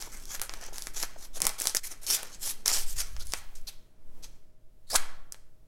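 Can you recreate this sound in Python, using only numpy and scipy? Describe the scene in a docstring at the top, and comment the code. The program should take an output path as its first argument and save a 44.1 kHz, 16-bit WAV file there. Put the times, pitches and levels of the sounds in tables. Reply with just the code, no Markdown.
"""A knife saws along the fold of a paper envelope in a hard-walled kitchen, close to a microphone on the shirt.
The blade rubs in short strokes of grainy noise, fibres snap as millisecond bursts and the sheet sounds along.
At last the corner rips through with a whoosh, a climbing ring and a jolt of the shirt; the paper ticks twice more.
The kitchen answers with a decaying noise wash, cloth shifts against the microphone and an appliance hums."""
import sys
import numpy as np
from scipy import signal
from scipy.fft import rfft, irfft, next_fast_len
from scipy.io import wavfile
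from scipy.ndimage import uniform_filter1d

SR = 44100
rng = np.random.default_rng(int(sys.argv[2]) if len(sys.argv) > 2 else 0)


def master(y):
    """Save y as 16-bit WAV."""
    cut = np.clip(np.atleast_2d(y).T, -1, 1)
    pcm = np.round(cut * 32767)  # scale
    wavfile.write(sys.argv[1], SR, pcm.astype(np.int16))


N = 250399
TIME = np.arange(N) / SR
SIZE = next_fast_len(N + SR)
FREQ = np.maximum(np.arange(SIZE // 2 + 1) * SR / SIZE, 1)


def from_db(db):
    """Decibels to amplitude gain."""
    return 10 ** (np.asarray(db) / 20)


def rms_one(x):
    """Scale to rms 1."""
    return x / np.sqrt(np.mean(x ** 2) + 1e-20)


def in_time(rows):
    """Each column of a curve at every sample."""
    s, *columns = np.transpose(rows)
    return [np.interp(TIME, s, column) for column in columns]


def at_hz(points, hz):
    """Read a table on a log-frequency axis."""
    table_hz, value = np.transpose(points)
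    return np.interp(np.log(hz), np.log(table_hz), value)


def drift(rate_hz):
    """Slow random wander of spread 1: noise through two equal low-pass poles, at a coarse step."""
    step = 40  # samples
    pole = np.exp(-2 * np.pi * rate_hz * step / SR)
    white = rng.standard_normal(N // step + 2002)
    slow = signal.lfilter([1], [1, -2 * pole, pole * pole], white)[2000:]  # settled part
    return np.interp(np.arange(N) / step, np.arange(len(slow)), rms_one(slow))


def shaped(x, gain):
    """Causal (minimum-phase) filter with the given gain curve, scaled to keep the power of white noise."""
    cepstrum = irfft(np.log(rms_one(gain) + 1e-6), SIZE)
    # folding the cepstrum onto positive time makes the filter causal
    cepstrum[1:SIZE // 2] *= 2
    cepstrum[SIZE // 2 + 1:] = 0
    return irfft(rfft(x, SIZE) * np.exp(rfft(cepstrum)), SIZE)[:N]


def band_noise(low_hz, high_hz):
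    """Filter sections of a gentle band-pass."""
    return signal.butter(2, [low_hz, high_hz], "band", fs=SR, output="sos")


def stroke_effort():
    """Gains of the sawing strokes; the blade drags on after each one and the sheet rustles."""
    # strokes along the fold: (start [s], attack [s], length [s], rasp at mid-stroke [dB],
    # swell from start to end [dB], sheet body re rasp [dB], fibre sizzle re rasp [dB])
    strokes = [ (0, 0.0027, 0.15, -54.5, -15, -4.5, -1.5), (.108, 0.036, 0.19, -58, -17, -3, 4),
               (.26, 0.015, 0.093, -48.5, 19, -8, -1), (.41, 0.011, 0.068, -53, -18.5, 0, 6.5),
               (.49, 0.0045, 0.17, -58.5, -3.5, 2, -2), (.59, 0.053, 0.094, -49, -8.5, -2, -7.5),
               (.722, 0.013, 0.18, -52.5, -6.5, -5.5, 0), (.932, 0.015, 0.105, -42.5, 9.5, -9.5, -1.5),
               (1.175, 0.0027, 0.078, -53.5, 9.5, -8.5, 0.5), (1.322, 0.048, 0.053, -46.5, 10, -9.5, 0),
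               (1.405, 0.018, 0.095, -44, 2.5, 0, -1.5), (1.581, 0.0028, 0.12, -42.5, 1, -8.5, 1.5),
               (1.75, 0.0032, 0.017, -44, -1.5, -17, 8.5), (1.829, 0.013, 0.042, -44, -3, -14.5, 6),
               (1.89, 0.036, 0.035, -46.5, -3.5, -2.5, 4.5), (2.015, 0.0032, 0.039, -53.5, 8, -5, 3),
               (2.06, 0.014, 0.1, -31.5, 3, -15.5, 1.5), (2.17, 0.0066, 0.19, -55, -19.5, -1, -6.5),
               (2.305, 0.032, 0.043, -52, 9, -11.5, -7.5), (2.39, 0.079, 0.12, -37.5, -0.5, -13, 3.5),
               (2.655, 0.0038, 0.05, -33.5, 4, -8, -0.5), (2.715, 0.014, 0.12, -34.5, -12.5, -13, 0),
               (2.85, 0.084, 0.088, -41.5, -22, -14.5, 6), (2.953, 0.014, 0.054, -37.5, 19, -13, -1.5),
               (3.185, 0.021, 0.041, -48.5, -3, -11, -3), (3.24, 0.015, 0.14, -55.5, 9.5, -9.5, 4.5),
               (3.551, 0.004, 0.047, -59.5, -18, -10, 0), (3.666, 0.018, 0.023, -42.5, -2.5, -11, -1),
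               (4.223, 0.0033, 0.021, -50, 15.5, -13, -5.5)]
    return effort(strokes, release_s=0.0097, drag_s=0.11, drag_db=-24.0, rustle_db=-15.5)


def effort(rows, release_s, drag_s, drag_db, rustle_db):
    """Gains of rasp, body and sizzle: each stroke grips, swells or eases, lets go and lingers lightly."""
    t = np.arange(SR) / SR
    power = np.zeros((3, N + SR))
    lingering = from_db([[drag_db], [rustle_db], [drag_db]])
    for start_s, attack_s, length_s, db, swell_db, body_db, sizzle_db in rows:
        attack = np.sin(np.pi / 2 * np.clip(t / attack_s, 0, 1)) ** 2
        hold = from_db(db + swell_db * (np.clip(t / length_s, 0, 1) - .5))
        after = np.maximum(t - length_s, 0)
        release = (1 - lingering) * np.exp(-after / release_s) + lingering * np.exp(-after / drag_s)
        balance = from_db([[0], [body_db], [sizzle_db]])
        first = max(round(start_s * SR), 0)
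        power[:, first:first + SR] += (attack * hold * release * balance) ** 2
    return np.sqrt(power[:, :N])


def sawing(gains):
    """The blade rubs along the fold: catching friction with resonances that change under the blade."""
    # spectrum of rubbed paper: (frequency [Hz], density [dB per Hz])
    rub_colour = [(90, -22.5), (200, -12.5), (400, -1.5), (1800, -2), (2700, -4), (4000, -1.5), (6200, 5),
                  (7500, -1), (10700, -10), (13600, -10), (16000, -22.5)]
    rub = friction(gains, rub_colour, catches_per_s=500, size_db=3.0, grain_share=0.35,
                   flutter_db=1.8, flutter_hz=60)
    return wandering_resonances(rub, depth_db=3, rate_hz=7)


def friction(gains, colour, catches_per_s, size_db, grain_share, flutter_db, flutter_hz):
    """Fibres catch and slip on the edge: sub-millisecond grains of uneven size over a smooth rub."""
    decay_s = 0.00017
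    sizes = from_db(size_db * np.minimum(rng.exponential(1, N), 3))
    catches = (rng.random(N) < catches_per_s / SR) * sizes
    grains = signal.lfilter([1], [1, -np.exp(-1 / (decay_s * SR))], catches ** 2 + 1e-18)
    power = 1 - grain_share + grain_share * grains / grains.mean()
    grip = rms_one(np.sqrt(power) * from_db(flutter_db * drift(flutter_hz)))
    rasp, body, sizzle = gains * grip * rng.standard_normal((3, N))
    return paper(rasp, body, sizzle, colour)


def wandering_resonances(x, depth_db, rate_hz):
    """The free span of paper changes under the blade, so narrow regions of its spectrum swell and fade."""
    centres = np.geomspace(400, 15000, 44)  # Hz
    spectrum, out = rfft(x, SIZE), 0
    for share in np.eye(len(centres)):
        band = irfft(spectrum * np.interp(FREQ, centres, share), SIZE)[:N]
        out = out + band * from_db(depth_db * drift(rate_hz))
    return out / from_db(depth_db ** 2 * np.log(10) / 20)  # undoes the mean power gain of the wander


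def paper(rasp, body, sizzle, colour):
    """The cut edge rasps in the middle, the whole sheet sounds below it and single fibres above it."""
    # resonances of the envelope and the blade: (centre [Hz], width [Hz], height [dB])
    paper_modes = [(850, 56, 2), (3450, 340, 1), (10940, 1700, 6.5)]
    body_edge_hz, sizzle_edge_hz = 2500, 8000
    peaks_db = sum(db / (1 + (2 * (FREQ - hz) / width) ** 2) for hz, width, db in paper_modes)
    gain = from_db(at_hz(colour, FREQ) + peaks_db)
    low = 1 / (1 + (FREQ / body_edge_hz) ** 8)
    high = 1 / (1 + (sizzle_edge_hz / FREQ) ** 10)
    middle = (1 - low) * (1 - high)
    regions = ((rasp, middle), (body, low), (sizzle, high))
    return sum(shaped(x, gain * np.sqrt(share)) for x, share in regions)


def chirps(width):
    """The edge catches and a short span of paper chirps: one narrow resonance swells and dies each time."""
    # chirps: (start [s], length [s], frequency [Hz], level [dB])
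    catches = [(1.83, .026, 2050, -46.5), (3.198, 0.029, 4500, -45.5), (3.668, 0.029, 4300, -39)]
    out = 0
    for start_s, length_s, hz, db in catches:
        band = band_noise(hz * (1 - width), hz * (1 + width))
        swell = np.sin(np.pi * np.clip((TIME - start_s) / length_s, 0, 1))
        out = out + from_db(db) * swell * rms_one(signal.sosfilt(band, rng.standard_normal(N)))
    return out


def stray_fibres(rasp, piercing_per_s, slicing_per_s, level_db, follow, spread_db, body_db, sizzle_db):
    """Small random snaps, thicker while the tip works in than once it slices; firm strokes drown them."""
    slot_s, pierced_s, last_s, resting_db = .005, 1.79, 3.7, -72
    slots = np.arange(slot_s, last_s, slot_s)
    chance = rng.random((len(slots), 2))
    size = spread_db * rng.standard_normal((len(slots), 3))
    s = slots + slot_s * chance[:, 0]
    # follow below 1: snaps grow less than the strokes do
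    db = level_db + follow * 20 * np.log10(np.interp(s, TIME, rasp) + from_db(resting_db))
    rows = np.column_stack([s, db + size[:, 0], body_db + size[:, 1], sizzle_db + size[:, 2]])
    rate = np.where(s < pierced_s, piercing_per_s, slicing_per_s)
    return rows[chance[:, 1] < rate * slot_s]


def snaps(crackle, crack_s, stretch, flap_s, flap_db):
    """Each snap is a broadband crack of about a millisecond, longer when louder, then a flap of the sheet."""
    # loudest fibres and buckles of the sheet:
    # (time [s], rasp over 1 ms [dB], sheet body re rasp [dB], fibre sizzle re rasp [dB])
    loud_snaps = [(.0243, -30, -7.5, -18), (.255, -41, -24, 3), (.3491, -39.5, 3, -12), (.3968, -38, 5, 3),
                  (.4165, -25.5, -5, 7), (.4947, -31.5, -2, -12), (.5381, -34, 0.5, -3),
                  (.7825, -30.5, -8, 1), (.8221, -29.5, -22, -3), (.8705, -30.5, 0, -1),
                  (.9668, -36.5, -7, -6), (1.0285, -20.5, -14, -2), (1.0348, -24.5, -1.5, -11.5),
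                  (1.4038, -35, -1.5, 7.5), (1.419, -18.5, -8.5, 5), (1.4428, -33, -7, 4),
                  (1.4484, -32, -14, -4), (1.453, -24.5, -4.5, 4), (1.4683, -20, -1.5, 11),
                  (1.4931, -26.5, -10, 0), (1.6011, -30.5, -13.5, 9.5), (1.611, -33.5, 3, 2.5),
                  (1.6193, -28, -8.5, 9.5), (1.6558, -31, 2.5, 5), (1.6715, -16, -10, 0.5),
                  (1.696, -28.5, -13.5, -5), (1.749, -18.5, -4, 1), (1.766, -26.5, -5, -6),
                  (1.7693, -16, -16.5, -1.5), (1.774, -34.5, -14, -3), (2.0667, -26.5, -24.5, -9),
                  (2.1025, -22, -10.5, -16), (2.2311, -38, 4.5, 9), (2.6597, -16.5, -13, -6),
                  (2.6715, -32, -14.5, -4), (2.6775, -21, -16.5, -3.5), (2.6803, -13, -20.5, -0.5),
                  (2.6832, -30, -16, -1.5), (2.7105, -38, -18, -8.5), (2.716, -21, -8, -12),
                  (3.1656, -38.5, -1.5, -13), (3.27, -44, -23.5, 6.5), (3.3218, -29, -18.5, -6),
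                  (3.3366, -21.5, 0, -1.5), (5.3229, -35, -9.5, 5.5), (5.345, -47.5, 5, -6)]
    # spectrum of snapping paper: (frequency [Hz], density [dB per Hz])
    snap_colour = [(80, -21.5), (200, -10.5), (700, -3.5), (1600, -5.5), (2700, -4.5), (5500, 13),
                   (8200, 3.5), (10500, -3.5), (16000, -10)]
    typical_db, lead_s = -25, .002
    age = np.arange(512) / SR - lead_s
    drive, white = np.zeros((3, N)), rng.standard_normal((3, N))
    for s, rasp_db, body_db, sizzle_db in [*loud_snaps, *crackle]:
        rise_s = crack_s * from_db(stretch * (rasp_db - typical_db))
        flap = from_db(flap_db) * (age > 0) * np.exp(-np.abs(age) / flap_s)
        envelope = np.exp(-(age / rise_s) ** 2) + flap
        first = round((s + age[0]) * SR)
        span = slice(first, first + len(age))
        burst = rfft(envelope * white[:, span])
        # level out the chance colour of each short burst
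        even = irfft(burst / np.sqrt(uniform_filter1d(np.abs(burst) ** 2, size=21) + 1e-12))
        balance = from_db([[0], [body_db], [sizzle_db]])
        drive[:, span] += even * from_db(rasp_db) * balance * np.sqrt(SR / 1000)
    return paper(*drive, snap_colour)


def knocks(low_hz, high_hz, decay_s):
    """The sheet flexes between the fingers and its heavily damped low modes knock for a few milliseconds."""
    # dull knocks: (time [s], peak level [dB])
    flexes = [(0.072, -40), (0.684, -42.5), (0.724, -46), (1.161, -40), (1.37, -40), (1.403, -38.5),
              (3.523, -55.5)]
    envelope = sum(from_db(db) * (TIME >= s) * np.exp(-np.abs(TIME - s) / decay_s) for s, db in flexes)
    modes = signal.sosfilt(band_noise(low_hz, high_hz), envelope * rng.standard_normal(N))
    return modes * np.sqrt(SR / 2 / (high_hz - low_hz))  # makes up the power lost outside the band


def rip():
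    """The corner tears and lets go: friction with dense catches and a fast flutter."""
    # tearing: (start [s], attack [s], length [s], rasp at mid-stroke [dB],
    # swell from start to end [dB], sheet body re rasp [dB], fibre sizzle re rasp [dB])
    tears = [(4.868, 0.0063, 0.042, -61, 8, -11.5, -1.5), (4.898, 0.004, 0.07, -32.5, 17, -11, -0.5),
             (4.9524, 0.00035, 0.0069, -14.5, 1, -13.5, -8.5)]
    # spectrum of torn paper: (frequency [Hz], density [dB per Hz])
    rip_colour = [(90, -20), (500, -19), (1800, -5), (2800, -13), (4800, 0.5), (6400, -1.5), (8100, 2),
                  (9800, 2), (12000, -5.5), (16000, -8.5)]
    gains = effort(tears, release_s=0.0014, drag_s=0.013, drag_db=-22.5, rustle_db=-10.0)
    return friction(gains, rip_colour, catches_per_s=1600, size_db=4.0, grain_share=0.11,
                    flutter_db=6.0, flutter_hz=200)


def tear_ring():
    """The last span of paper shortens as it tears, so its resonance climbs."""
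    # ring: (time [s], frequency [Hz], level [dB])
    ring_curve = [(4.87, 4030, -67.5), (4.9, 4370, -56), (4.91, 4590, -37.5), (4.953, 5500, -37)]
    return gliding_band(ring_curve, width=.07)


def whoosh():
    """The blade whooshes through the air: eddies behind it sound in a band that rises, then falls."""
    # whoosh: (time [s], frequency [Hz], level [dB])
    whoosh_curve = [(4.895, 380, -72), (4.928, 539, -46.5), (4.94, 773.4, -35), (4.952, 1046, -24.5),
                    (4.968, 1908, -41), (4.99, 1623, -51), (5.03, 1203, -72.5)]
    return gliding_band(whoosh_curve, width=.3)


def gliding_band(curve, width):
    """Noise in one moving resonance, its bandwidth a fixed share of its pitch."""
    hz, db = in_time(curve)
    cycles = np.cumsum(hz) / SR
    lowpass = signal.butter(2, width / 4, output="sos")
    wobble = signal.sosfilt(lowpass, rng.standard_normal((2, N)))
    # reading the wobble at eight samples a cycle ties its speed to the pitch
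    cosine, sine = (rms_one(np.interp(8 * cycles, np.arange(N), w, period=N)) for w in wobble)
    band = cosine * np.cos(2 * np.pi * cycles) + sine * np.sin(2 * np.pi * cycles)
    return band * from_db(db) * (TIME > curve[0][0]) * (TIME < curve[-1][0])


def kitchen(x, early_db, early_s, modes_db):
    """Cabinets and counter scatter a mode-coloured wash; each band dies quickly at first, then slowly."""
    # ring time of the kitchen, shorter toward the treble: (frequency [Hz], t60 [s])
    room_ring = [(400, 0.77), (1600, 0.66), (2500, 0.59), (6000, 0.41), (16000, 0.21)]
    # level of the slow wash: (frequency [Hz], level [dB])
    room_level = [(150, -20.5), (600, -14), (1750, -8.5), (3000, -11), (6000, -18.5), (11000, -15.5),
                  (16000, -24.5)]
    first_echo = round(.003 * SR)  # samples
    centres = np.geomspace(120, 16000, 18)  # Hz
    modes = from_db(modes_db * rms_one(uniform_filter1d(rng.standard_normal(len(FREQ)), size=400)))
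    spectrum, wash, out = rfft(x, SIZE), modes * rfft(rng.standard_normal(SIZE)), 0
    early = np.exp(-2 / (early_s * SR))  # energy kept per sample
    for centre, share in zip(centres, np.eye(len(centres))):
        weight = np.interp(FREQ, centres, share)
        power = np.pad(irfft(spectrum * np.sqrt(weight), SIZE) ** 2, (first_echo, 0))[:N]
        late = from_db(-120 / (at_hz(room_ring, centre) * SR))  # energy falls 60 dB in t60
        slow = signal.lfilter([1 - late], [1, -late], power)
        quick = from_db(early_db) ** 2 * signal.lfilter([1 - early], [1, -early], power)
        carrier = rms_one(irfft(wash * weight, SIZE)[:N])
        out = out + np.sqrt(slow + quick) * carrier * from_db(at_hz(room_level, centre))
    return out


def dip(depth_db, recover_s):
    """Gain of a brief dip in level between two strokes."""
    start_s, fall_s = 1.795, .006
    t = np.maximum(TIME - start_s, 0)
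    return from_db(depth_db * np.minimum(t / fall_s, 1) * np.exp(-(t / recover_s) ** 2))


def jolt():
    """The sudden swing of the arm jolts the shirt: a slow, decaying pressure sway at the microphone."""
    start_s, peak_db, sway_hz, t60_s = 4.955, -18, 5.3, 1.1
    t = np.maximum(TIME - start_s, 0)
    return -from_db(peak_db - 60 * t / t60_s) * np.sin(2 * np.pi * sway_hz * t)


def shirt_rub(start_s, length_s, level_db, lumpy_db, lumps_hz, top_hz):
    """As the arm reaches forward the shirt rubs over the microphone in dull, uneven thumps."""
    swell = np.sin(np.pi * np.clip((TIME - start_s) / length_s, 0, 1))
    thumps = signal.sosfilt(band_noise(30, top_hz), rng.standard_normal(N))
    return swell * from_db(level_db) * rms_one(thumps * from_db(lumpy_db * drift(lumps_hz)))


def clothing():
    """The shirt tugs at the microphone as deep rumble and the sleeve brushes as the arm moves."""
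    # cloth on the microphone: (time [s], rumble [dB], sleeve brushing [dB])
    cloth = [(0, -32.5, -62), (1.36, -38, -64.5), (1.45, -30, -44), (1.56, -42.5, -70), (2.7, -39, -61),
             (2.85, -27.5, -67), (3.3, -33, -79), (3.6, -32.5, -70.5), (3.95, -48.5, -70), (4.18, -34, -61),
             (4.55, -50.5, -76.5), (4.92, -41.5, -73), (4.99, -32.5, -57), (5.33, -45, -73.5)]
    # spectrum of the tugging: (frequency [Hz], density [dB per Hz])
    rumble_colour = [(2, -3), (6, 12), (20, -7.5), (30, -13), (50, -23), (80, -36), (130, -42.5),
                     (700, -58)]
    # spectrum of the brushing sleeve: (frequency [Hz], density [dB per Hz])
    sleeve_colour = [(60, -4), (170, 3.5), (400, -0.5), (900, -10.5), (8000, -35)]
    rumble_db, sleeve_db = in_time(cloth)
    return from_db(rumble_db) * noise(rumble_colour) + from_db(sleeve_db) * noise(sleeve_colour)


def noise(colour):
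    """Steady noise of one colour, with the power of white noise of rms 1."""
    return shaped(rng.standard_normal(N), from_db(at_hz(colour, FREQ)))


def background(air_db):
    """Still room air as steady noise, and an appliance as steady lines whose phase wanders."""
    # appliance hum: (frequency [Hz], rms level [dB])
    hum_lines = [(118.4, -72.5), (355.3, -85.5), (624.5, -79.5)]
    # spectrum of the still air: (frequency [Hz], density [dB per Hz])
    air_colour = [(40, 10.5), (300, -11), (620, -12), (850, -23.5), (2000, -30), (11000, -34.5),
                  (16000, -44.5)]
    hum = 0
    for hz, db in hum_lines:
        phase = 2 * np.pi * hz * TIME + 0.6 * drift(2.7)
        hum = hum + np.sqrt(2) * from_db(db) * np.sin(phase)
    return hum + from_db(air_db) * noise(air_colour)


def scene():
    """Strokes, snaps and the last rip in the room; one microphone feeds both channels."""
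    strokes = stroke_effort()
    rubbing = sawing(strokes) + chirps(width=0.12) + rip() + tear_ring() + whoosh()
    crackle = stray_fibres(strokes[0], piercing_per_s=55, slicing_per_s=35, level_db=-6, follow=0.85,
                           spread_db=3.5, body_db=-11, sizzle_db=1)
    cracks = snaps(crackle, crack_s=0.00034, stretch=0.31, flap_s=0.0011, flap_db=-14.5)
    cracks = cracks + knocks(low_hz=353, high_hz=860, decay_s=0.0033)
    room = kitchen(rubbing + cracks, early_db=1.5, early_s=0.0083, modes_db=2.1)
    room = room * dip(depth_db=-14.5, recover_s=0.058)  # only the room sound dips
    rub = shirt_rub(start_s=2.79, length_s=0.67, level_db=-45.0, lumpy_db=-2.5, lumps_hz=30, top_hz=66)
    shirt = clothing() + rub + jolt()
    mono = rubbing + cracks + room + shirt + background(air_db=-63.5)
    return np.stack([mono, mono])


def record(dry):
    """The highest peaks are rounded and the top is cut."""
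    ceiling, cutoff_hz = .6, 16000
    rounded = ceiling * np.tanh(dry / ceiling)
    return signal.sosfilt(signal.ellip(10, .1, 80, cutoff_hz, fs=SR, output="sos"), rounded)


dry = scene()
out = record(dry)
master(out)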